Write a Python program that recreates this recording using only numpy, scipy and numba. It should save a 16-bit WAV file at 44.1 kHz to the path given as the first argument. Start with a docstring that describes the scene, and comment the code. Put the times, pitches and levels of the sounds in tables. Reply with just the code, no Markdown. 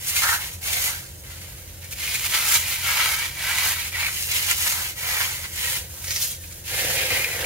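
"""First comes a dry, creaky crunch: two hands squeeze a heap of cornstarch crumbs on a board, over and over.
Each squeeze gives way in tiny slips: powder rubs, crumbs crunch, larger pieces snap, and under full
pressure the packed starch creaks. Near the end, crumbs trickle back and the hands slide over the board
to gather the heap. It is all close to two spaced microphones, in a small room where a motor hums."""
import sys
import numpy as np
from scipy import signal
from scipy.fft import rfft, irfft
from scipy.io import wavfile
from scipy.ndimage import uniform_filter1d
from numba import njit

SR = 44100
rng = np.random.default_rng(int(sys.argv[2]) if len(sys.argv) > 2 else 0)


def pcm_store(signal):
    """Save signal as 16-bit PCM."""
    levels = np.round(np.clip(np.atleast_2d(signal), -1, 1) * 32767)
    wavfile.write(sys.argv[1], SR, levels.astype(np.int16).T)


N = 328545
TIME = np.arange(N) / SR

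# The motor's tones. Each row: pitch in Hz, level in dB.
MOTOR_TONES = [(43.3, -57.5), (86.5, -46.5), (130.5, -55), (157.5, -62.5), (177.5, -61), (196.5, -67),
               (355, -70)]
# The tone colour of each sound. Each row: frequency in Hz, boost or cut in dB.
RUMBLE_COLOUR = [(13, -21), (22, -17), (32, -28), (54, 1), (87, 1), (133, -5), (152, -16), (185, -13),
                 (221, -24), (260, -22.5), (344, -15), (399, -25), (477, -18.5), (530, -14.5), (640, -23),
                 (830, -26), (880, -41), (965, -21.5), (1060, -46), (1430, -82), (2420, -120)]
BOARD_COLOUR = [(30, -25), (80, -4), (125, 0), (220, -19), (340, -7), (430, -5), (520, 7), (580, -3.5),
                (640, -6), (780, -5), (1100, -21), (1350, -17), (1650, -6.5), (2000, -5), (4000, -45)]
TRICKLE_COLOUR = [(1000, -26), (3500, -9), (4600, -5), (6200, 1), (7500, -19), (15000, -7)]
CRACK_COLOUR = [(400, -28), (1200, -6), (2500, 1.5), (7000, 10), (15500, -1)]
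KNOCK_COLOUR = [(200, -35), (1100, -26), (1600, -13), (2050, -5), (2400, 5), (2750, -4.5), (3300, -14),
                (5000, -10), (9000, -34)]
POWDER_COLOUR = [(100, -51), (300, -21.5), (1100, -16.5), (2000, -9.5), (3000, -3.5), (3600, -4.5),
                 (5000, -3.5), (7000, 1.5), (8000, -3), (9000, 1.5), (10500, 0.5), (12000, 1.5),
                 (15500, -1)]
CRUNCH_COLOUR = [(100, -64), (400, -16), (1150, -17.5), (1600, -7.5), (2000, 1.6), (2300, 2.5),
                 (2550, -1.5), (2900, 1), (3500, -3.5), (5000, -5), (9000, -25)]
CREAK_COLOUR = [(80, -31), (250, -36), (600, -3.5), (780, 3.5), (960, 8.5), (1120, 3.5), (1230, 4.5),
                (1320, 9.5), (1420, 6.5), (1550, 10.5), (1900, 1.5), (2600, -35), (5000, -8.5)]
# Where the hands work. Each row: time in seconds, delay at the left microphone in milliseconds.
LEFT_DELAYS = [(0, 0.12), (1.0, 0.14), (2.0, 0.04), (3.6, 0.019), (4.3, 0.15), (5.6, 0.13), (6.2, .03),
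               (6.8, 0.098), (7.45, 0.064)]
# Pushes over the board. Each row: start in seconds, hold in seconds, relative level in dB.
BOARD_PUSHES = [(0.677, 0.21, -58), (2.03, .15, -60), (5.01, 0.28, -56), (5.6, 0.23, -54),
                (6.074, .015, -52), (6.705, 0.13, -42.5), (6.814, 0.21, -38), (7.102, 0.039, -35.5),
                (7.255, .03, -42), (7.34, 0.18, -40), (7.408, 0.075, -36.5)]
# Small spills onto the heap. Each row: start in seconds, relative level in dB.
CRUMB_SPILLS = [(6.07, -32), (6.10, -32.5), (6.147, -32), (6.208, -30)]
# Larger pieces breaking. Each row: time in seconds, relative level in dB, boost of the knock in dB.
PIECE_SNAPS = [(.066, -14, 4), (0.092, -7, 2), (.166, 1, 2), (0.233, 0.5, 4), (.731, -4, 5),
               (.842, -10, -4), (1.416, -19, -6), (1.844, -16, -4), (1.926, -13, 12), (2.077, -10, 9),
               (2.148, -9, 10), (2.156, -10, 8), (2.196, -7, 2), (2.263, -5, 4), (2.347, -5, 4),
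               (2.524, -2, 9), (2.542, 4.5, -5), (2.553, 2, -12), (2.76, -13, 14), (3.585, -1, 7.5),
               (4.008, -15, 17), (4.066, -6, 13), (4.225, -2, -14), (4.315, -1, -3), (4.361, -4.5, -5),
               (4.427, -5, -3), (4.468, -1, 0), (4.512, 2.5, 6), (4.615, -6, 5), (4.676, 2.5, -2),
               (4.723, -2, 0), (6.044, -7.5, -0.5), (6.084, -15, 7), (6.109, -7, 5), (6.114, -8, 1),
               (6.162, -6, 6.5), (6.222, -12, -9), (6.233, -19, -4), (6.335, -19, 3), (6.44, -23, 12.5),
               (6.512, -16, -2), (6.525, -15, -7), (7.244, -13, 21), (7.444, -8, 11)]
# The heap gives way and the sound swells. Each row: middle and length in seconds,
# swell of the powder in dB, swell of the crunch and creak in dB.
HEAP_COLLAPSES = [(0.09, 0.058, 7.5, 0), (0.172, 0.086, 5, 5.5), (.54, 0.049, 6.5, 4),
                  (0.865, 0.11, 4, 2.5), (1.925, 0.05, 14.5, 10), (2.149, 0.033, 4, 2.5),
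                  (2.258, 0.043, 5.5, 8), (2.348, 0.027, 4, 8), (2.544, 0.23, 5.5, 2), (2.714, 0.12, 5, 3),
                  (3.018, 0.12, 0.5, 3.5), (3.68, 0.13, 5, 0), (4.366, 0.074, 5, 2.5), (4.504, 0.067, 6, 8),
                  (4.671, .026, 1, 7), (5.194, 0.18, 0.5, 3), (5.448, 0.034, 0, 10.5),
                  (6.23, 0.083, 5.5, -3), (7.016, 0.13, 0, 1.5), (7.128, .08, -1, 1)]
# The squeezes. Each row: start, rise, hold and release in seconds, relative levels of powder, crunch
# and creak in dB, pitch in Hz and ring in dB of the hollow under one palm, then the same for the other.
HAND_SQUEEZES = [(-0.03, 0.26, 0.12, 0.023, -29, -34, -43, 2750, -6, 2270, -10),
                 (0.203, 0.029, 0.098, 0.038, -31.5, -29.5, -28, 1530, 0, 1280, 2),
                 (0.395, 0.017, 0.04, 0.042, -35.5, -36, -44.5, 1790, -18, 2300, -16),
                 (0.609, 0.072, 0.19, 0.031, -29.5, -33.5, -43, 2270, -5, 695, -2),
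                 (0.86, 0.041, 0.065, 0.056, -38, -40, -44, 2250, -12, 1570, -4),
                 (1.218, 0.045, 0.26, 0.19, -48, -49.5, -56.5, 2330, -25, 1570, -20),
                 (1.808, 0.02, 0.032, 0.03, -46, -45.5, -57, 2330, -10, 1680, -14),
                 (1.945, 0.09, 0.24, .04, -32.5, -34, -47.5, 2420, -14, 2100, -29),
                 (2.275, 0.054, 0.23, 0.043, -28, -30, -39, 2330, -19, 1270, -4),
                 (2.572, 0.07, 0.15, 0.065, -34, -34.5, -45, 2390, -10, 2000, -25),
                 (2.796, 0.082, 0.25, 0.057, -28.5, -28, -34, 2250, -4, 1320, -7),
                 (3.158, 0.048, 0.05, 0.045, -33.5, -31, -39, 2300, -7, 1970, -10),
                 (3.332, 0.17, 0.22, 0.046, -30.5, -29, -34, 2320, -8, 2000, -7),
                 (3.751, 0.05, 0.07, 0.033, -34.5, -35.5, -45.5, 2390, -1.5, 2000, -24.5),
                 (3.911, 0.065, 0.094, 0.035, -34, -28.5, -36, 2290, 2, 1980, -7),
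                 (4.052, 0.14, 0.058, .05, -31, -36.5, -51, 2100, -22, 2790, -5),
                 (4.266, 0.026, 0.25, 0.035, -31.5, -33, -44, 2300, -25, 2850, -4),
                 (4.542, 0.068, 0.098, 0.041, -27, -32, -38.5, 1870, -6, 2800, -8),
                 (4.692, 0.026, 0.11, 0.024, -32.5, -36.5, -37.5, 2030, -7, 1550, -15),
                 (4.801, 0.027, 0.071, 0.022, -35, -36, -48, 2170, -10, 1600, -23),
                 (4.943, 0.14, 0.15, 0.13, -30, -31, -36.5, 1900, -7, 2240, -6),
                 (5.505, 0.15, 0.11, 0.032, -30, -32, -43.5, 1870, -14, 2350, -24),
                 (5.87, 0.087, 0.12, 0.065, -41.5, -61, -55, 2033, -12, 2350, -11),
                 (6.01, 0.089, 0.11, .04, -34.5, -40.5, -54, 1900, -10, 2250, -21),
                 (6.192, 0.043, 0.079, 0.027, -33, -58, -68, 2000, -10, 2300, -16),
                 (6.37, 0.043, 0.18, 0.036, -45, -58, -74, 2090, -4, 1650, 9),
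                 (6.633, 0.15, 0.16, 0.041, -29.5, -31, -44.5, 2530, -10, 1660, -4),
                 (6.88, 0.11, 0.072, 0.1, -32, -30, -46.5, 2390, -1, 1650, -9),
                 (7.079, 0.031, 0.069, 0.16, -31, -28, -37, 2400, 2, 2070, 2),
                 (7.22, 0.22, 0.15, 0.18, -36.5, -36, -41, 2600, -9, 1630, -1)]

# The next three settings each list powder, crunch, creak.
REST_DB = (-49, -63, -69)  # relative levels while resting hands still stir the heap a little
PRESSURE_POWERS = (0.66, 0.83, 0.98)  # gain is pressure to this power: the creak comes last, stops first
GRINDING_DB = (0.5, -2, -0.5)  # change over a held squeeze, as crumbs are ground to powder
RUMBLE_DB, HISS_DB = -44, -48
TOP_HZ = 15700


def undb(db):
    """Turn decibels into a number to multiply by."""
    return 10 ** (np.asarray(db) / 20)


def unit(x):
    """Scale a signal so that its average level (rms) is 1."""
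    return x / np.sqrt(np.mean(x ** 2))


def colour(x, points, size=4096):
    """Shape the tone with (Hz, dB) points, in such a way that clicks ring only after they start."""
    hz, db = np.transpose(points)
    grid_hz = np.maximum(np.arange(size // 2 + 1) * SR / size, 1)
    gains = undb(np.interp(np.log(grid_hz), np.log(hz), db))
    cepstrum = irfft(np.log(gains))
    # move all the ringing to after the click
    cepstrum[1:size // 2] *= 2
    cepstrum[size // 2 + 1:] = 0
    ring = irfft(np.exp(rfft(cepstrum)))
    return signal.fftconvolve(x, ring[None], axes=1)[:, :N]


def wander(per_s):
    """A wavering line of typical size 1: random values, per_s a second, joined by straight lines."""
    return unit(np.interp(TIME * per_s, np.arange(N), rng.standard_normal(N)))


def stroke(start, rise_s, hold_s, release_s):
    """The strength of one movement, 0 to 1: it builds evenly, holds, then dies away."""
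    age = TIME - start
    return np.clip(age / rise_s, 0, 1) * np.exp(-np.clip((age - rise_s - hold_s) / release_s, 0, 20))


def grains(per_s, scatter_db, spread_ms, activity):
    """Uneven clicks, denser when activity is high, each with its own delay between the microphones."""
    right_at = np.flatnonzero(rng.random(N) < per_s * activity / SR)
    sizes = undb(scatter_db * np.minimum(rng.exponential(size=N), 5))
    clicks = (sizes * rng.choice([-1, 1], N))[right_at]
    delay_ms = np.interp(TIME[right_at], *np.transpose(LEFT_DELAYS))
    delay_ms += spread_ms * rng.standard_normal(N)[right_at]
    left_at = np.clip(right_at + np.round(delay_ms * SR / 1000).astype(int), 0, N - 1)
    return np.array([np.bincount(left_at, clicks, N), np.bincount(right_at, clicks, N)])


def crumb_ticks(per_s, low_hz, high_hz, decay_s, scatter_db):
    """Single hard crumbs: each ticks at a pitch of its own and dies within milliseconds."""
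    age = TIME[:SR // 80]
    ticks = np.zeros((2, N + SR))
    for when, pitch, size in rng.random((int(per_s * TIME[-1]), 3)):
        hz = low_hz * (high_hz / low_hz) ** pitch
        gain = undb(-scatter_db * np.log(max(size, .02)))
        tick = gain * np.exp(-age / decay_s) * np.sin(2 * np.pi * hz * age)
        delay_s = np.interp(when * TIME[-1], *np.transpose(LEFT_DELAYS)) / 1000
        for side, start in enumerate((int(when * N + delay_s * SR), int(when * N))):
            ticks[side, start:start + len(age)] += tick
    return unit(ticks[:, :N])


def background():
    """A slightly wavering motor hum, a low rumble much alike on both sides, and faint hiss."""
    hum = 0
    for hz, db in MOTOR_TONES:
        peak = np.sqrt(2) * undb(db + 0.46 * wander(2.87))
        hum += peak * np.sin(2 * np.pi * hz * TIME + 0.71 * wander(2.15))
    middle = rng.standard_normal((1, N))
    side = colour(rng.standard_normal((1, N)), [(60, -25), (130, -15), (300, -7), (550, -13), (1100, -10)])
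    left_right = middle + side * np.array([[1], [-1]])
    rumble = colour(left_right, list(RUMBLE_COLOUR) + [(2500, -30), (8000, -41)], size=16384)
    hiss = colour(rng.standard_normal((2, N)),
                  [(500, 6.5), (800, -2), (1130, -5), (1700, 3), (3000, -8), (15000, -1)])
    return hum + unit(rumble) * undb(RUMBLE_DB) + unit(hiss) * undb(HISS_DB)


def room(x, fade_s, echo_db, count=4):
    """Nearby surfaces send back a short echo. Each part of the heap has its own, so it keeps changing."""
    age = TIME[:SR // 4]
    fade = undb(-60 * age / fade_s) * (age > .002)
    echo = 0
    for _ in range(count):
        tail = rng.standard_normal((2, len(age))) * fade / np.sqrt(count * np.sum(fade ** 2))
        share = np.sqrt(2) * np.sin(2 * wander(14))
        echo += signal.oaconvolve(x * share, tail, axes=1)[:, :N]
    return x + undb(echo_db) * colour(echo, [(500, -4.5), (1300, 3.5), (4000, 5.5), (15000, -3.5)])


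def slides(slips):
    """Powder dragged under the hands scrapes the board, which answers with a dull ring."""
    scrape = colour(grains(per_s=3000, scatter_db=1.0, spread_ms=0.043, activity=slips), BOARD_COLOUR)
    pushes = [undb(db) * stroke(start, rise_s=0.0043, hold_s=hold_s, release_s=0.1)
              for start, hold_s, db in BOARD_PUSHES]
    return unit(scrape) * np.max(pushes, axis=0) * undb(4.5)


def trickle(slips):
    """Loose crumbs patter brightly onto the heap."""
    patter = colour(grains(per_s=1800, scatter_db=2.6, spread_ms=.03, activity=slips), TRICKLE_COLOUR)
    ticks = crumb_ticks(per_s=350, low_hz=4100, high_hz=6960, decay_s=0.0014, scatter_db=1.5)
    flow = sum(undb(db) * stroke(start, rise_s=0.0086, hold_s=0.0067, release_s=0.034)
               for start, db in CRUMB_SPILLS)
    return (undb(0.5) * unit(patter) + undb(-3.5) * ticks) * flow


def snaps(rise_s, crack_decay_s, knock_decay_s):
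    """A larger piece gives way: a quick run of cracks, and a short knock that rings the cupped hand."""
    crack_gain, knock_gain = np.zeros(N), np.zeros(N)
    for when, db, knock_db in PIECE_SNAPS:
        near = np.flatnonzero(abs(TIME - when) < .05)
        age = TIME[near] - when
        rise = np.exp(np.minimum(age, 0) / rise_s)
        crack_gain[near] += undb(db) * rise * np.exp(-np.maximum(age, 0) / crack_decay_s)
        knock_gain[near] += undb(db + knock_db) * rise * np.exp(-np.maximum(age, 0) / knock_decay_s)
    clicks = unit(grains(per_s=6400, scatter_db=1.6, spread_ms=0.042, activity=0.92))
    crack = unit(colour(clicks, CRACK_COLOUR)) * crack_gain * undb(-20)
    knock = unit(colour(clicks, KNOCK_COLOUR)) * knock_gain * undb(-26.5)
    return crack + knock


@njit
def resonate(x, hz, width_hz):
    """Let through a narrow band of sound around a moving pitch; that pitch keeps its level."""
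    y, band, low = np.empty(len(x)), 0., 0.
    for i in range(len(x)):
        step, damping = np.tan(np.pi * hz[i] / SR), width_hz / hz[i]
        swing = (band + step * (x[i] - low)) / (1 + step * (step + damping))
        band, low = 2 * swing - band, low + 2 * step * swing
        y[i] = damping * swing
    return y


def palms(x, hollows, width_hz, drift):
    """The hollow under each palm rings, gathering the sound around a pitch set by the hand's shape."""
    ringing = x
    for centre_hz, ring_db in hollows:
        hz = centre_hz * np.exp(drift * wander(24))
        ring = np.array([resonate(side, hz, width_hz) for side in x])
        ringing = ringing + 2 * undb(ring_db) * ring
    before, after = (uniform_filter1d(np.mean(v ** 2, axis=0), size=2048) for v in (x, ringing))
    return ringing * np.sqrt(before / after)  # as strong as it came in


def hands():
    """Pressure sets how loud powder, crunch and creak are; the strongest squeeze shapes the hollows."""
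    power = np.zeros((3, N))
    shape, weight = 0, np.zeros(N)
    for start, rise_s, hold_s, release_s, powder_db, crunch_db, creak_db, *hollows in HAND_SQUEEZES:
        pressure = stroke(start, rise_s, hold_s, release_s)
        on = np.flatnonzero(pressure > .001)
        ground = np.clip((TIME[on] - start - rise_s) / hold_s, 0, 1) - .5
        for layer, db in enumerate((powder_db, crunch_db, creak_db)):
            gain = undb(db + GRINDING_DB[layer] * ground) * pressure[on] ** PRESSURE_POWERS[layer]
            power[layer, on] += gain ** 2
        share = (pressure * (undb(crunch_db) + undb(creak_db))) ** 2 + 1e-12
        shape += np.outer(hollows, share)
        weight += share
    powder, crunch, creak = np.sqrt(power + undb(REST_DB)[:, None] ** 2)
    for middle, length_s, powder_db, crumbs_db in HEAP_COLLAPSES:
        on = np.flatnonzero(abs(TIME - middle) < length_s / 2)
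        swell = np.cos(np.pi * (TIME[on] - middle) / length_s)
        powder[on] *= undb(powder_db * swell)
        crunch[on] *= undb(crumbs_db * swell)
        creak[on] *= undb(crumbs_db * swell)
    return powder, crunch, creak, (shape / weight).reshape(2, 2, N)


def squeezes(slips):
    """Fine powder rubs, crumbs tick and crunch under the palms, and packed starch creaks in jerks."""
    powder_gain, crunch_gain, creak_gain, hollows = hands()
    rub = grains(per_s=17000, scatter_db=0.0, spread_ms=.032, activity=slips)
    ticks = crumb_ticks(per_s=380, low_hz=4474, high_hz=15450, decay_s=0.0023, scatter_db=0.2)
    powder = colour(unit(rub) + undb(-12.5) * ticks, POWDER_COLOUR)
    # larger crumbs jam and let go, so they come less evenly than the powder
    jams = slips * undb(1.6 * wander(130))
    crunch = colour(grains(per_s=5500, scatter_db=1.4, spread_ms=0.049, activity=jams), CRUNCH_COLOUR)
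    jerks = jams * undb(2.5 * wander(260))
    creak = colour(grains(per_s=3400, scatter_db=0.2, spread_ms=0.05, activity=jerks), CREAK_COLOUR)
    body = unit(crunch) * crunch_gain * undb(0.74) + unit(creak) * creak_gain * undb(2)
    return unit(powder) * powder_gain * undb(4) + palms(body, hollows, width_hz=110.0, drift=0.026)


def scene():
    """The heap gives way in small, quick slips that drive the squeezes, trickle and slides together."""
    slips = undb(0.4 * wander(60) + 2.5 * wander(340))
    starch = squeezes(slips) + trickle(slips) + slides(slips)
    starch += snaps(rise_s=0.0017, crack_decay_s=0.005, knock_decay_s=0.0035)
    balance = undb([[-.4], [.4]])  # a little louder on the right
    return room(starch, fade_s=0.09, echo_db=-6) * balance + background()


def record(dry):
    """Cut away the very highest treble, above TOP_HZ."""
    return signal.sosfilt(signal.ellip(10, .2, 80, TOP_HZ, fs=SR, output="sos"), dry)


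dry = scene()
out = record(dry)
pcm_store(out)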